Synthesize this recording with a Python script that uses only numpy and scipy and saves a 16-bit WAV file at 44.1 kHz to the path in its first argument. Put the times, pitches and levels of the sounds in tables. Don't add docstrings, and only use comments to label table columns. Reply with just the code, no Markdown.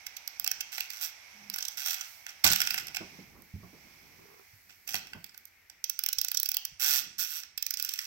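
import sys
import numpy as np
from scipy import signal
from scipy.fft import rfft, irfft, next_fast_len
from scipy.io import wavfile
from scipy.ndimage import uniform_filter1d

SR = 44100
rng = np.random.default_rng(int(sys.argv[2]) if len(sys.argv) > 2 else 0)


def put_to_file(sound):
    columns = np.atleast_2d(sound).T
    safe = np.clip(columns, -1, 1)
    whole_steps = np.round(safe * 32767)
    wavfile.write(sys.argv[1], SR, whole_steps.astype(np.int16))


N = 355690
TIME = np.arange(N) / SR
SIZE = next_fast_len(N + SR, True)
FREQ = np.maximum(np.arange(SIZE // 2 + 1) * SR / SIZE, 1)
# (frequency [Hz], left minus right [dB])
LEFT_PORT_EQ = [(200, -4), (700, 0.5), (1400, -5), (2400, -8), (3300, 5), (4300, -23.5), (5700, -22),
                (7000, -13), (9500, -18.5), (11800, -12), (13400, -13.5), (15500, -7.5)]


def undb(db):
    return 10 ** (np.asarray(db) / 20)


def unit(x):
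    return x / np.sqrt(np.mean(x ** 2))


def curve(points):
    return np.interp(TIME, *np.transpose(points))


def colour(points):
    hz, db = np.transpose(points)
    return undb(np.interp(np.log(FREQ), np.log(hz), db))


def above(hz, order):
    return 1 / np.sqrt(1 + (hz / FREQ) ** (2 * order))


def resonance(hz, width_hz):
    return 1 / (1 + ((FREQ / hz - hz / FREQ) * hz / width_hz) ** 2)


def shape(x, gain):
    cepstrum = irfft(np.log(np.maximum(gain, 1e-6)), SIZE)
    cepstrum[1:SIZE // 2] *= 2
    cepstrum[SIZE // 2 + 1:] = 0
    return irfft(rfft(x, SIZE) * np.exp(rfft(cepstrum)), SIZE)[..., :N]


def walk(rate_hz):
    knots = np.arange(0, N / SR + 1, 1 / rate_hz)
    return np.interp(TIME, knots, rng.standard_normal(len(knots)))


def gate(start, end, fade_samples):
    return uniform_filter1d(1. * ((TIME > start) & (TIME < end)), fade_samples)


def spell(start, length, attack_s, release_db_per_s, swell_db=0):
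    t = TIME - start
    db = swell_db * np.clip(t / length, 0, 1) - release_db_per_s * np.maximum(t - length, 0)
    return np.clip(t / attack_s, 0, 1) * undb(np.maximum(db, -200))


def add(track, start_s, sound):
    start = max(int(start_s * SR), 0)
    part = track[..., start:start + sound.shape[-1]]
    part += sound[..., :part.shape[-1]]


def room_tone(right_db=-69, left_db=-64):
    eq = colour([(500, -15.5), (800, -12), (1100, -15), (2200, 1), (3100, -15.5), (10400, -34)])
    noise = rng.standard_normal(N) + rng.standard_normal((2, N))
    return unit(shape(noise, eq * above(430, order=2))) * undb([[left_db], [right_db]])


def hiss(hiss_trim_db=1, air_trim_db=2, air_left_db=-9, flicker_db=0.2):
    # (time [s], level [dB])
    hiss_ride = [(0, -54), (1.4, -54), (2.3, -57), (3.2, -54.5), (3.38, -66), (3.9, -58.5), (4.54, -64.5),
                 (4.62, -71.5), (5.4, -72)]
    air_ride = [(0, -110), (2.1, -48.5), (2.35, -63.5), (4.55, -59.5), (5.1, -61), (8.06, -93)]
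    # (frequency [Hz], level [dB])
    hiss_eq = [(100, -29), (500, -18), (800, -6), (1100, -11), (1850, -6.5), (2200, 4.5), (3100, -13.5),
               (4400, -9), (5850, -2), (6600, -13.5), (10300, -23.5), (12500, -13), (15500, -24.5)]
    air_eq = [(2000, -36.5), (4500, -0.5), (10300, -9), (12000, 0.5)]
    wide = shape(rng.standard_normal((2, N)), colour(hiss_eq))
    wide[0] = shape(wide[0], colour(LEFT_PORT_EQ))
    air = unit(shape(rng.standard_normal((2, N)), colour(air_eq))) * undb([[air_left_db], [0]])
    wide = unit(wide) * undb(curve(hiss_ride) + hiss_trim_db + flicker_db * walk(6.1))
    return wide + air * undb(curve(air_ride) + air_trim_db)


def rumble(level_db=-78):
    # (frequency [Hz], level [dB])
    eq = [(10, -34), (25, -5.5), (95, 2.5), (170, -20.5), (350, -16.5), (900, -49.5)]
    return unit(shape(rng.standard_normal(N), colour(eq))) * undb(level_db)


def rustle(rest_db=-80, trim_db=1, patchy_db=3, stereo_width=0.82):
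    # (start [s], length [s], level [dB])
    moves = [(0.398, 0.064, -70), (1.415, 0.13, -72.5), (2.593, 0.843, -62), (3.585, 0.68, -66.5),
             (4.852, 0.39, -67), (6.975, 0.1, -65.5)]
    # (frequency [Hz], level [dB])
    eq = [(25, -22), (60, -4), (180, -3.5), (380, -9), (570, -17), (1200, -18.5), (3000, -55)]
    noise = rng.standard_normal(N) + stereo_width * rng.standard_normal((2, N))
    handling = np.max([undb(db) * spell(start, length, attack_s=0.006, release_db_per_s=112)
                       for start, length, db in moves], axis=0)
    envelope = (handling + undb(rest_db)) * undb(trim_db + patchy_db * walk(22))
    return unit(shape(noise, colour(eq))) * envelope


def creak(start_s=4.19, end_s=4.43, gain_db=-60, slip_hz=36, steady_rub=0.66):
    cycles = np.cumsum(slip_hz * (1 + .12 * walk(30))) / SR
    slips = np.exp(-(cycles % 1) / .15)
    # (frequency [Hz], level [dB])
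    eq = [(300, -23), (400, 8.5), (560, -17), (1100, -5.5), (4500, -38)]
    friction = unit(shape(rng.standard_normal((2, N)), colour(eq)))
    return friction * gate(start_s, end_s, SR // 30) * undb(gain_db) * (steady_rub + 2 * slips)


def low_tones(waver=0.043, swell_db=7, rough_db=3.0, left_db=-5):
    # (start [s], end [s], start pitch [Hz], end pitch [Hz], start level [dB])
    tones = [(1.34, 1.55, 215, 201, -62), (7.17, 7.23, 212, 210, -65)]
    out = np.zeros(N)
    for start, end, start_hz, end_hz, db in tones:
        progress = np.clip((TIME - start) / (end - start), 0, 1)
        hz = (start_hz + (end_hz - start_hz) * progress) * (1 + waver * walk(65))
        envelope = gate(start, end, SR // 40) * undb(db + swell_db * progress + rough_db * walk(140))
        out += envelope * np.sin(2 * np.pi * np.cumsum(hz) / SR)
    return out * undb([[left_db], [0]])


def bumps(rise_s=0.0029, band_ratio=1.175, wide_hz=1100, left_db=1, right_db=5):
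    # (time [s], level [dB], centre [Hz], fall to either side [dB/octave])
    blows = [(2.444, -39.5, 173, -2), (2.5, -37, 223, 7.5), (3.005, -37.5, 348, 9), (3.185, -35, 252, 24.5),
             (3.536, -32.5, 110, 15), (3.629, -46.5, 150, 4.5), (3.729, -46.5, 314, 15),
             (4.53, -53.5, 83, 22), (4.94, -48, 402, 1.5), (5.146, -46.5, 197, 4.5), (6.171, -51, 80, 32),
             (6.715, -44, 69.2, 30)]
    # (frequency [Hz], level [dB], T60 [s])
    modes = [(92, 1, 0.2), (177, 0, 0.26), (352, -2.5, 0.15), (668, -3, 0.25), (1040, 4, 0.17)]
    out, t = np.zeros((2, N)), np.arange(SR // 2) / SR
    for hz, mode_db, t60 in modes:
        band = signal.butter(2, [hz / band_ratio, hz * band_ratio], "band", fs=SR, output="sos")
        soften = signal.butter(3, 2 * hz, fs=SR, output="sos")
        for start, db, centre_hz, fall_db in blows:
            noise = signal.sosfilt(band, rng.standard_normal((2, SR)))
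            mid, side = signal.hilbert(noise)[:, -len(t):]
            ring = np.cos(np.angle(mid + hz / wide_hz * side * np.array([[1], [-1]])))
            ring *= (1 - np.exp(-t / rise_s)) * undb(-60 * t / t60)
            gain = undb(db + mode_db - fall_db * abs(np.log2(hz / centre_hz)))
            add(out, start, gain * signal.sosfilt(soften, ring))
    return out * undb([[left_db], [right_db]])


def room(x, t60_s=0.46, top_t60_s=0.27, split_hz=7500, top_db=-3.5, wet_db=-6, left_db=2):
    t = np.arange(SR) / SR
    noise = rng.standard_normal((2, SR)) * (1 - np.exp(-(t / 0.00046) ** 2))
    low = signal.sosfilt(signal.butter(2, split_hz, fs=SR, output="sos"), noise)
    high = signal.sosfilt(signal.butter(2, split_hz, "high", fs=SR, output="sos"), noise)
    tail = low * undb(-60 * t / t60_s) + high * undb(top_db - 60 * t / top_t60_s)
    tail /= np.sqrt(SR * t60_s / np.log(1e6))
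    return signal.fftconvolve(x, tail, axes=1)[:, :N] * undb([[wet_db + left_db], [wet_db]])


def both_ports(push, lag_s=0.00013):
    return np.array([np.interp(TIME - lag_s, TIME, push[1]), push[1]])


def support(push, coupling_db=-12, lift_s=6.85, fade_db_per_s=20):
    modes = resonance(750, width_hz=270) + resonance(1560, width_hz=270)
    coupling = undb(coupling_db - fade_db_per_s * np.maximum(TIME - lift_s, 0))
    return shape(push * coupling, unit(modes * above(700, order=4)))


def shell_ranges(lowest_hz=900, body_top_hz=3800, ring_top_hz=9800, scoop_hz=10300, scoop_db=-8.5):
    # (frequency [Hz], width [Hz], level [dB])
    modes = [(1490, 200, 2), (2004, 320, 1), (2635, 307, 7), (3250, 700, -6.5), (4560, 270, -7.5),
             (5020, 200, -5.5), (5550, 240, -5), (5960, 250, -4.5), (7660, 1120, -9), (8480, 680, -20.5),
             (11990, 440, -9.5), (13420, 550, -8.5), (16600, 2100, -9.5)]
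    power = sum(undb(db) ** 2 * resonance(hz, width) for hz, width, db in modes)
    scoop = undb(scoop_db * np.exp(-((FREQ - scoop_hz) / 900) ** 2))
    response = np.sqrt(power) * above(lowest_hz, order=3) * scoop
    upper, tick = above(body_top_hz, order=10), above(ring_top_hz, order=10)
    ring = upper * np.sqrt(1 - tick ** 2)
    body = np.sqrt(1 - upper ** 2)
    return [unit(response * band) for band in (ring, body, tick)]


def shell(pushes):
    return sum(shape(push, gain) for push, gain in zip(pushes, shell_ranges()))


def ping(push, hz, width_hz, ping_db):
    peak = signal.lfilter(*signal.iirpeak(hz, hz / width_hz, fs=SR), push)
    rung = push + undb(ping_db) * peak
    return rung * np.linalg.norm(push) / np.linalg.norm(rung)


def zing(push, hz=13100, width_hz=700):
    return shape(push, unit(1 / (1 + ((FREQ - hz) / width_hz) ** 2)))


def gears(jitter=0.065, scatter_db=-1.5, decay_periods=0.58):
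    # (start [s], length [s], level [dB], swell [dB], brightness [dB], tooth rate [Hz])
    runs = [(0.715, 0.13, -39.5, -10, -0.5, 130), (0.89, 0.12, -48.5, 2, 0, 106),
            (1.005, 0.042, -38.5, 3.5, 1.5, 165), (1.525, 0.2, -47, -3, 0, 117),
            (1.768, 0.11, -37.5, -4.5, -0.5, 130), (1.85, 0.095, -29.5, -8, 0, 81),
            (1.95, 0.11, -44.5, -4, -4, 112), (2.28, 0.011, -42, -2.5, -5.5, 87),
            (2.438, 0.072, -18.5, -16, -3.5, 85), (2.53, 0.28, -38.5, -7, 0.5, 81),
            (4.69, 0.02, -49.5, -6.5, -6, 97), (4.868, 0.1, -45.5, 6, -0.5, 100),
            (6.793, 0.058, -36.5, 10.5, 0.5, 134), (6.85, 0.13, -27, -0.5, 1.5, 139),
            (7.18, 0.059, -32, -1.5, 2, 182), (7.25, 0.14, -41.5, 2, 1.5, 154),
            (7.77, 0.29, -45, -0.5, -0.5, 103)]
    drive, tooth_hz = np.zeros((4, N)), np.full(N, float(runs[0][-1]))
    for start, length, db, swell_db, bright_db, rate in runs:
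        gains = undb(db + np.array([-4, -10 - 0.96 * bright_db, -1 + bright_db, -10 + 3 * bright_db]))
        envelope = spell(start, length, attack_s=0.0083, release_db_per_s=372, swell_db=swell_db)
        drive = np.maximum(drive, np.outer(gains, envelope))
        tooth_hz[TIME >= start] = rate
    teeth_passed = np.cumsum(tooth_hz * (1 + jitter * walk(90))) / SR
    sizes = undb(scatter_db * rng.standard_normal(N // 50))[teeth_passed.astype(int)]
    pulses = sizes * np.exp(-(teeth_passed % 1) / decay_periods)
    return drive[:, None] * unit(pulses * rng.standard_normal((4, 2, N)))


def snap(rise_s, chatter_s, spikiness=1.12):
    t = np.arange(SR // 60) / SR
    envelope = (1 - np.exp(-(t / rise_s) ** 2)) / (1 + (t / chatter_s) ** 4)
    noise = rng.standard_normal((2, len(t)))
    impacts = envelope * np.sign(noise) * np.abs(noise) ** spikiness
    return impacts * np.linalg.norm(envelope) / np.linalg.norm(impacts, axis=1, keepdims=True)


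def strikes(hits, body_trim_db, rise_s, chatter_s, ping_width_hz, ping_db,
            rattles=0, rattle_db=-23, rattle_s=0.028, lead_s=0.00076):
    pushes, span = np.zeros((3, 2, N)), SR // 20
    bins_hz = np.fft.rfftfreq(span, 1 / SR)
    responses = np.array([np.interp(bins_hz, FREQ, gain) for gain in shell_ranges()])[:, None]
    for start, db, body_db, tick_db, ping_hz in hits:
        stretch, body_pitch = np.exp(np.array([0.21, 0.19]) * rng.standard_normal(2))
        stretch *= np.exp(-0.049 * max(tick_db, 0))
        contact = np.zeros((2, span))
        add(contact, 0, snap(rise_s * stretch, chatter_s * stretch))
        for late, size in rng.random((rattles, 2)):
            rattle = undb(rattle_db) * 2 * size * snap(rise_s / 2, chatter_s / 2)
            add(contact, chatter_s + late * rattle_s, rattle)
        ring = ping(contact, ping_hz, ping_width_hz, ping_db)
        body = ping(ring, hz=2200 * body_pitch, width_hz=690, ping_db=2.5)
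        parts = np.array([ring, body, contact])
        energy = np.mean(np.abs(rfft(parts) * responses) ** 2, axis=2, keepdims=True)
        parts *= np.sqrt(0.004 * SR / energy)
        gains = undb(db + np.array([0, body_db + body_trim_db, tick_db]))
        add(pushes, start - lead_s, gains[:, None, None] * parts)
    return pushes


def knocks(ping_hz=5290, pitch_spread=0.13):
    # (time [s], ring level [dB], body over ring [dB], tick over ring [dB])
    blows = [(2.2651, -38.5, 1, -2.5), (2.4418, -14, -6.5, -5), (2.4464, -26.5, -4.5, 12),
             (2.4655, -21.5, -7, -5.5), (2.4734, -19.5, -17, -3), (2.4782, -23, -4, -1.0),
             (2.5012, -22, -9, -10), (2.5159, -28.5, 1.5, 7), (2.522, -21, -18, -0.5),
             (2.5314, -21, -5.5, 1), (2.5589, -25, -2.5, 2), (2.6028, -22.5, -5.5, -3),
             (2.616, -22.5, -1.5, 1), (2.6717, -25.5, -2, -5), (2.705, -25.5, -1.5, -3),
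             (2.7419, -32.5, 4.5, 4.5), (2.7767, -30, 0.5, -4), (2.783, -32, -0.5, -12),
             (2.8687, -39, -11, 1), (2.881, -38, -3, -4), (2.9452, -34, 0, -2), (2.9604, -35.5, -8, -2),
             (2.9674, -29.5, 0.5, -5), (3.421, -61.5, -15, 15), (4.8755, -39.5, -4, 5),
             (4.8904, -38.5, 0, 7), (4.942, -30, 2.5, 2), (4.9524, -29.5, -5, 0), (5.07, -47, -3, -4),
             (5.1327, -43.5, 6, -10), (5.242, -40.5, -5.5, 2.5), (5.292, -49.5, -12, -9),
             (5.343, -50.5, -3, -3), (5.377, -50, -5.5, 10), (5.454, -51.5, -21, 10),
             (5.698, -44, -9.5, -6)]
    pitches = ping_hz * np.exp(pitch_spread * rng.standard_normal(len(blows)))
    return strikes(np.column_stack([blows, pitches]), body_trim_db=-1.5, rise_s=0.0011,
                   chatter_s=0.0048, ping_width_hz=440, ping_db=4, rattles=8)


def pawl():
    # (time [s], ring level [dB], body over ring [dB], tick over ring [dB], ping [Hz])
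    snaps = [(0.0633, -34, -4, 0, 5700), (0.1653, -36.5, -6.5, 0.5, 6270), (0.2758, -32, -13, 2.5, 5650),
             (0.397, -32, -12.5, 8, 5100), (0.4433, -30.5, -5.5, 5.5, 5670), (0.4628, -31.5, -4, -6, 4870),
             (0.4754, -24.5, -5.5, 2.5, 5600), (0.5135, -24.5, -8.5, 1.5, 5800),
             (0.6051, -28.5, -3, -1, 6280), (0.7788, -34.5, 3.5, 0.5, 4300), (0.8044, -30.5, 2, 3.5, 2620),
             (0.9017, -36.5, -3.5, 2.5, 4550), (1.499, -33.5, -8.5, 2.5, 5200),
             (1.5369, -30, -10, -4.5, 5750), (1.5606, -45, 5, 17, 5800), (1.5832, -32, -7, 2.5, 5000),
             (1.6042, -34.5, -9, -5, 5640), (1.6248, -28.5, -14, -6, 5570), (1.6503, -30, -13.5, -5, 5850),
             (1.6812, -30, -19, 0, 5860), (2.0087, -31.5, -7.5, -6, 5890), (5.8401, -25.5, -15, -1.5, 5910),
             (5.8954, -25.5, -15.5, 3, 5910), (5.9902, -28.5, -8.5, 5.5, 5430),
             (6.0364, -29, -10, 6.5, 5260), (6.0612, -25.5, -8, 4, 6100), (6.0866, -28, -8, 5.5, 5770),
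             (6.128, -26.5, -11.5, 3, 5660), (6.1835, -21.5, -20, -3, 5570),
             (6.2136, -25.5, -16, 4.5, 5570), (6.2462, -27.5, -11, 3, 5880), (6.283, -29, -13, 1, 5630),
             (6.3152, -33, -4.5, 11, 4360), (6.3436, -27, -14.5, 1, 5600), (6.3698, -20, -26, -5, 5950),
             (6.3986, -30.5, -16.5, 10, 5660), (6.4301, -30, -11, 11, 5700), (6.4562, -28, -9.5, 2, 4940),
             (6.4885, -27.5, -12, 9, 5710), (6.5164, -30, -8, 6, 5770), (6.5409, -31, -10, 7, 4670),
             (6.5678, -26.5, -3.5, 7, 4340), (6.6499, -30.5, -10.5, 5.5, 6030),
             (7.432, -38.5, -7, -11, 5700), (7.5754, -30.5, -7.5, 3, 5310), (7.6245, -27, -12.5, 1.5, 5580),
             (7.664, -28, -9.5, 2.5, 5620), (7.7062, -28, -10.5, 3, 5620), (7.7378, -28.5, -11.5, -1, 5290),
             (7.7706, -31.5, -11, -2, 5600), (7.7972, -30, -5.5, 2, 5200), (7.8244, -32.5, -19, 8, 5160),
             (7.8472, -32, -9, 6.5, 5820), (7.889, -29.5, -10, 1, 5570), (7.9356, -31.5, -11, 3.5, 5820),
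             (7.9886, -27, -7, -4, 5500)]
    return strikes(snaps, body_trim_db=-2, rise_s=0.0021, chatter_s=0.0047, ping_width_hz=550, ping_db=8)


def scene(toy_db=3, knock_send_db=2, gear_send_db=-3, near_left_db=-3):
    gear_ring, gear_body, gear_tick, gear_zing = gears()
    knock_ring, knock_body, knock_tick = knocks()
    pawl_ring, pawl_body, pawl_tick = pawl()
    ring = pawl_ring + knock_ring + ping(gear_ring, hz=5780, width_hz=690, ping_db=3)
    body = pawl_body + knock_body + ping(gear_body, hz=1490, width_hz=510, ping_db=-4)
    tick = pawl_tick + knock_tick + gear_tick
    support_send = pawl_body + undb(knock_send_db) * knock_body + undb(gear_send_db) * gear_body
    toy = shell([ring, both_ports(body), tick]) + support(both_ports(support_send)) + zing(gear_zing)
    toy *= undb(toy_db)
    heard = toy + room(toy)
    heard[0] = shape(heard[0], colour(LEFT_PORT_EQ))
    bed = bumps() + low_tones() + hiss() + room_tone()
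    near = (rustle() + rumble() + creak()) * undb([[near_left_db], [0]])
    return heard + bed + near


def record(dry, top_hz=15900):
    return signal.sosfilt(signal.ellip(10, .2, 70, top_hz, fs=SR, output="sos"), np.tanh(dry))


dry = scene()
out = record(dry)
put_to_file(out)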